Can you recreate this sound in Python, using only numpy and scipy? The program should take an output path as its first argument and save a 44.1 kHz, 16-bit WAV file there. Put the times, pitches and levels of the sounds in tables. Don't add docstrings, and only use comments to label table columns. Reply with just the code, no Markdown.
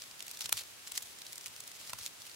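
import sys
import numpy as np
from scipy import signal
from scipy.fft import rfft, irfft, next_fast_len
from scipy.io import wavfile
from scipy.ndimage import map_coordinates

SR = 44100
rng = np.random.default_rng(int(sys.argv[2]) if len(sys.argv) > 2 else 0)


def gain_from_db(level_db):
    decades = np.asarray(level_db, float) / 20
    return 10 ** decades


def digitize_waveform(pressure):
    field = np.atleast_2d(pressure).T
    bounded = np.clip(field, -1, 1)
    quanta = np.round(bounded * 32767).astype(np.int16)
    wavfile.write(sys.argv[1], SR, quanta)


N = 103635


def unit(x):
    return x / np.sqrt(np.mean(x ** 2) + 1e-20)


def along(points, hz):
    point_hz, value = np.transpose(points)
    return np.interp(np.log(hz + 1), np.log(point_hz + 1), value)


def curve(rows):
    s, value = np.transpose(rows)
    return np.interp(np.arange(N) / SR, s, value)


def wobble(knots_per_s):
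    return map_coordinates(rng.standard_normal(N), [np.arange(N) * knots_per_s / SR])


def filtered(x, response):
    n = x.shape[-1]
    size = next_fast_len(n + 2048)
    spectrum = rfft(x, size) * response(np.fft.rfftfreq(size, 1 / SR))
    return irfft(spectrum, size)[..., :n]


# frequency in Hz, density in dB per Hz.
HISS_COLOUR = [(15, -43), (25, -18.5), (110, -7), (320, -7), (1100, -6.5), (3000, -4.5), (8000, -7),
               (16000, -15.5)]


def hiss():
    noise = rng.standard_normal((2, N))
    return gain_from_db(-52.5) * unit(filtered(noise, lambda hz: gain_from_db(along(HISS_COLOUR, hz))))


def bathroom(x):
    t60_s, first_echo_s = 0.24, 0.003
    t = np.arange(SR // 4) / SR
    tail = rng.standard_normal((2, len(t))) * gain_from_db(-60 * t / t60_s) * (t > first_echo_s)
    return signal.fftconvolve(x, tail / np.linalg.norm(tail[0]), axes=1)[:, :N]


# frequency in Hz, density in dB per Hz.
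AIR_COLOUR = [(20, -13), (50, -16), (100, 1), (170, -6.5), (600, -120)]
# start in seconds, peak in dB, pitch in Hz.
PUFFS = [(0.441, -55, 120), (0.453, -54.5, 120), (0.534, -52.5, 106), (0.573, -65, 86.1),
         (0.608, -62, 88.8), (0.649, -70, 102), (0.919, -65, 90), (1.028, -65, 88), (1.469, -62, 100),
         (1.548, -66, 96), (1.619, -73, 140), (1.79, -66, 92), (1.887, -59, 107), (1.929, -54.5, 107),
         (1.999, -58, 86.1), (2.189, -66, 113)]


def sway():
    rise_s, t60_s = 0.0067, 0.14
    out = np.zeros((2, N + SR))
    t = np.arange(SR // 4) / SR
    for s, db, hz in PUFFS:
        phase = rng.choice([-1, 1]) * rng.uniform(0.36, 0.98) * np.array([[1], [-1]])
        cycle = 2 * np.pi * hz * t
        puff = np.sin(cycle + phase)
        puff += 0.3 * np.sin(0.34 * cycle + phase)
        puff += 0.35 * np.sin(1.64 * cycle - phase)
        envelope = gain_from_db(db + 5.5 - 60 * t / t60_s) * (1 - np.exp(-(t / rise_s) ** 2))
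        start = round(s * SR)
        out[:, start:start + len(t)] += envelope * puff
    rumble = filtered(rng.standard_normal((2, N)), lambda hz: gain_from_db(along(AIR_COLOUR, hz)))
    return out[:, :N] + gain_from_db(-78) * unit(rumble)


# frequency in Hz, level in dB, t60 in seconds.
RING_MODES = [(670, -10.5, 0.019), (1080, 0.5, 0.018), (1340, -2.5, 0.014), (1890, -6, 0.012),
              (2630, 0, .012), (3900, 1, .007)]
# start in seconds, peak in dB.
KNOCKS = [
    (1.933, -29),
    (1.987, -44),
]


def rings():
    rise_s, level_spread_db, pitch_spread = 0.00043, 2.0, 0.021
    out = np.zeros(N + SR)
    t = np.arange(SR // 20) / SR
    for s, db in KNOCKS:
        knock = np.zeros(len(t))
        for hz, mode_db, t60_s in RING_MODES:
            mode_db = mode_db + level_spread_db * rng.standard_normal()
            hz = hz * (1 + pitch_spread * rng.standard_normal())
            knock += gain_from_db(mode_db - 60 * t / t60_s) * np.sin(2 * np.pi * hz * t)
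        start = round(s * SR)
        out[start:start + len(t)] += gain_from_db(db - 2.5) * (1 - np.exp(-t / rise_s)) * knock
    return out[:N] * np.ones((2, 1))


# frequency in Hz, likeness from 0 to 1.
ALIKE = [(100, .2), (1400, 0.56), (3100, 0.17), (6800, 0.57), (15000, 0.019)]


def spread(pair, gain):
    def mid_side_gain(hz):
        turn = np.arccos(np.clip(along(ALIKE, hz), -1, 1)) / 2
        return gain(hz) * np.array([np.cos(turn), np.sin(turn)])

    mid, side = filtered(pair, mid_side_gain)
    return np.array([mid + side, mid - side])


def crackle(smooth):
    hits_per_s, hit_db, decay_s = 700, 2, 0.00037
    happens, size = rng.random((2, N))
    hits = (happens < hits_per_s / SR) * gain_from_db(-hit_db * np.log(size + 0.054))
    flicker = signal.lfilter([1], [1, -np.exp(-1 / (decay_s * SR))], hits)
    return (smooth + flicker) * rng.standard_normal((2, N))


# frequency in Hz, density in dB per Hz.
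SHEET = [(180, -48), (300, -20), (555, -16), (1480, -10), (1750, -11), (2030, -6), (4020, -2.5),
         (10700, -4.5), (16000, -10.5)]


def sheet_colour(hz, extra_db=0):
    return gain_from_db(along(SHEET, hz) + extra_db)


def top_share(hz, top_db):
    return top_db / (1 + (8500 / (hz + 1)) ** 4)


def bright_band(centre_hz, top_db):
    def gain(hz):
        octaves = np.log2((hz + 1) / centre_hz)
        return sheet_colour(hz, 4.5 * np.exp(-(octaves / 0.48) ** 2) + top_share(hz, top_db))
    return gain


def full_body(body_db, top_db):
    return lambda hz: sheet_colour(hz, body_db / (1 + (hz / 1900) ** 3) + top_share(hz, top_db))


# time in seconds, rustle in dB.
HANDLING = [(0, -59.5), (.15, -58), (.3, -53), (.5, -53), (.64, -55), (.76, -62), (.92, -48.5), (1.1, -53),
            (1.45, -56.5), (1.9, -54.5), (2.13, -58), (2.35, -57)]


def rustle():
    level_db = curve(HANDLING) - 4
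    level_db = level_db + 2.9 * wobble(29.63) + 3.2 * wobble(100)
    return gain_from_db(level_db) * unit(spread(crackle(0.87), sheet_colour))


# start in seconds, length in seconds, level in dB, centre in Hz.
DRAGS = [(.0, 0.041, -54, 4600), (0.335, 0.016, -49, 5030), (0.408, 0.017, -38, 5100),
         (0.433, 0.02, -50, 5000), (0.441, 0.013, -44.5, 5530), (0.459, .004, -39, 6100),
         (0.524, 0.051, -47.5, 5000), (0.57, 0.023, -40.5, 3960), (0.594, 0.026, -44.5, 3900),
         (.868, 0.013, -47.5, 6000), (.959, 0.025, -43.5, 5440), (1.022, .007, -45.5, 9000),
         (1.527, 0.016, -55, 5550), (1.742, .025, -52, 6170), (1.788, .07, -52.5, 4400),
         (1.864, 0.044, -50, 5130), (1.984, 0.039, -48.5, 5070), (2.027, 0.046, -45.5, 5130),
         (2.2, 0.027, -52.5, 4530)]


def drags():
    edge_s = 0.0021
    t = np.arange(N) / SR
    grit = crackle(1.0)
    out = np.zeros((2, N))
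    for s, length_s, db, hz in DRAGS:
        first = max(round((s - 5 * edge_s) * SR), 0)
        span = slice(first, round((s + length_s + 9 * edge_s) * SR))
        inside_s = np.minimum(2 * (t[span] - s), s + length_s - t[span])
        hold = np.exp(np.minimum(0, inside_s) / edge_s)
        out[:, span] += gain_from_db(db) * hold * unit(spread(grit[:, span], bright_band(hz, 0)))
    return out


def snap(db, colour, rise_ms, creep_ms, creep_db, shiver_ms, crack_db):
    ms = (np.arange(1764) - 500) / SR * 1000
    creep = gain_from_db(creep_db) * np.exp(-(ms / creep_ms) ** 2 / 2)
    before = np.maximum(np.exp(ms / rise_ms), creep)
    shape = np.where(ms < 0, before, np.exp(-np.abs(ms) / shiver_ms))
    noise = rng.standard_normal((3, len(ms)))
    spikes = gain_from_db(3 * noise[2])
    shiver = noise[:2] * spikes * shape
    crack = gain_from_db(crack_db + 0.32 * (db + 35))
    shiver[:, np.argmax(shape)] = crack * np.array([1.4, 0.5])
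    burst = spread(shiver, colour)
    return gain_from_db(db - 7) * burst * np.linalg.norm(shiver) / np.linalg.norm(burst)


# start in seconds, peak in dB, extra body in dB, extra top in dB.
CLACKS = [
    (.4928, -23.5, 11.5, 3.5),
    (.5257, -12, 2, 1.5),
    (.538, -36, 11, -6),
    (.612, -36, 16, -3),
    (1.8956, -29, 10, -1),
    (1.9018, -33, 10, 0),
]
# start in seconds, peak in dB, centre in Hz, top share
# in dB.
FURTHER_SNAPS = [
    (0.4573, -23, 4350, -21),
    (.9522, -31, 5900, -19),
    (.958, -30, 6100, -19),
    (0.9754, -19.5, 8300, -18),
    (.9762, -20, 4700, -18.5),
    (1.6033, -28.5, 7460, -11),
]
# start in seconds, peak in dB, centre in Hz, top share in dB.
EARLY_SNAPS = [(0.0191, -29.5, 4690, -24), (0.0374, -38, 3290, -24), (0.1107, -36, 5410, -27),
               (0.193, -33.5, 4300, -11), (0.2041, -28.5, 2650, -22.5), (0.2241, -28.5, 4830, -12),
               (0.266, -32.5, 3120, -11), (0.2798, -30, 2500, -16), (0.2934, -38, 4240, -14),
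               (0.3121, -27.5, 4490, -9.5), (0.3716, -32.5, 4970, -16), (0.391, -32.5, 7790, -19),
               (0.407, -24.5, 3980, -21), (0.5755, -24.5, 3170, -24), (0.5837, -34, 3170, -17),
               (0.6344, -37, 5510, -14), (0.8726, -31.5, 6590, -29), (0.9185, -27, 8470, -21),
               (1.0245, -30, 6400, -4)]
# start in seconds, peak in dB, centre in Hz, top share in dB.
MIDDLE_SNAPS = [(1.069, -43, 3170, -20), (1.1857, -37, 6550, -18), (1.2174, -31, 4100, -22),
                (1.2654, -30.5, 5170, -21), (1.3233, -34.5, 2970, -16), (1.3292, -28.5, 6700, -12),
                (1.3563, -33.5, 6690, -15), (1.379, -29.5, 7700, -15.5), (1.4097, -34.5, 5230, -16),
                (1.4415, -35.5, 6880, -24), (1.4592, -27, 5960, -18), (1.4643, -30, 7560, -18),
                (1.47, -33.5, 9000, -20), (1.48, -36, 7310, -26), (1.5625, -33, 4080, -18),
                (1.6374, -37.5, 6330, -16), (1.676, -30.5, 6600, -13), (1.715, -35, 4150, -19)]
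# start in seconds, peak in dB, centre in Hz, top share in dB.
LATE_SNAPS = [(1.8114, -39, 2530, -20), (1.8731, -37, 7110, -19), (1.932, -25.5, 4000, -17),
              (1.9869, -31, 6200, -12), (2.0112, -36, 3260, -22), (2.0614, -23, 6600, -17.5),
              (2.076, -35, 4020, -15), (2.2181, -35.5, 4640, -22), (2.2516, -38.5, 2730, -19),
              (2.2947, -39, 3860, -22), (2.3138, -37.5, 5950, -27), (2.3444, -39, 5720, -21)]


def snaps():
    ring_slip = dict(rise_ms=0.36, creep_ms=2.5, creep_db=-6.5, shiver_ms=1.5, crack_db=5)
    crease = dict(rise_ms=0.46, creep_ms=2, creep_db=-9.5, shiver_ms=2.03, crack_db=-1.5)
    usual_top_db = -17.5
    bursts = []
    for s, db, body_db, top_db in CLACKS:
        bursts.append((s, snap(db, full_body(body_db, top_db), **ring_slip)))
    for table in (FURTHER_SNAPS, EARLY_SNAPS, MIDDLE_SNAPS, LATE_SNAPS):
        for s, db, hz, top_db in table:
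            bursts.append((s, snap(db, bright_band(hz, top_db - usual_top_db), **crease)))
    out = np.zeros((2, N + SR))
    for s, burst in bursts:
        start = round(s * SR)
        out[:, start:start + burst.shape[1]] += burst
    return out[:, 441:N + 441]


def scene():
    lag_s, room_db = 1.8e-5, -20
    near = snaps() + rings()
    curtain = near + gain_from_db(room_db) * bathroom(near) + rustle() + drags()
    sides = np.array([[1], [-1]])
    return filtered(curtain, lambda hz: np.exp(-1j * np.pi * hz * lag_s * sides)) + sway()


def low_pass(x):
    return signal.sosfilt(signal.butter(12, 16530, fs=SR, output="sos"), x)


def record(dry):
    top_hz, edge_hz = 15800, 16500
    mix = filtered(dry + hiss(), lambda hz: np.where(hz < top_hz, 1, gain_from_db(-27)) * (hz < edge_hz))
    return low_pass(mix)


dry = scene()
out = record(dry)
digitize_waveform(out)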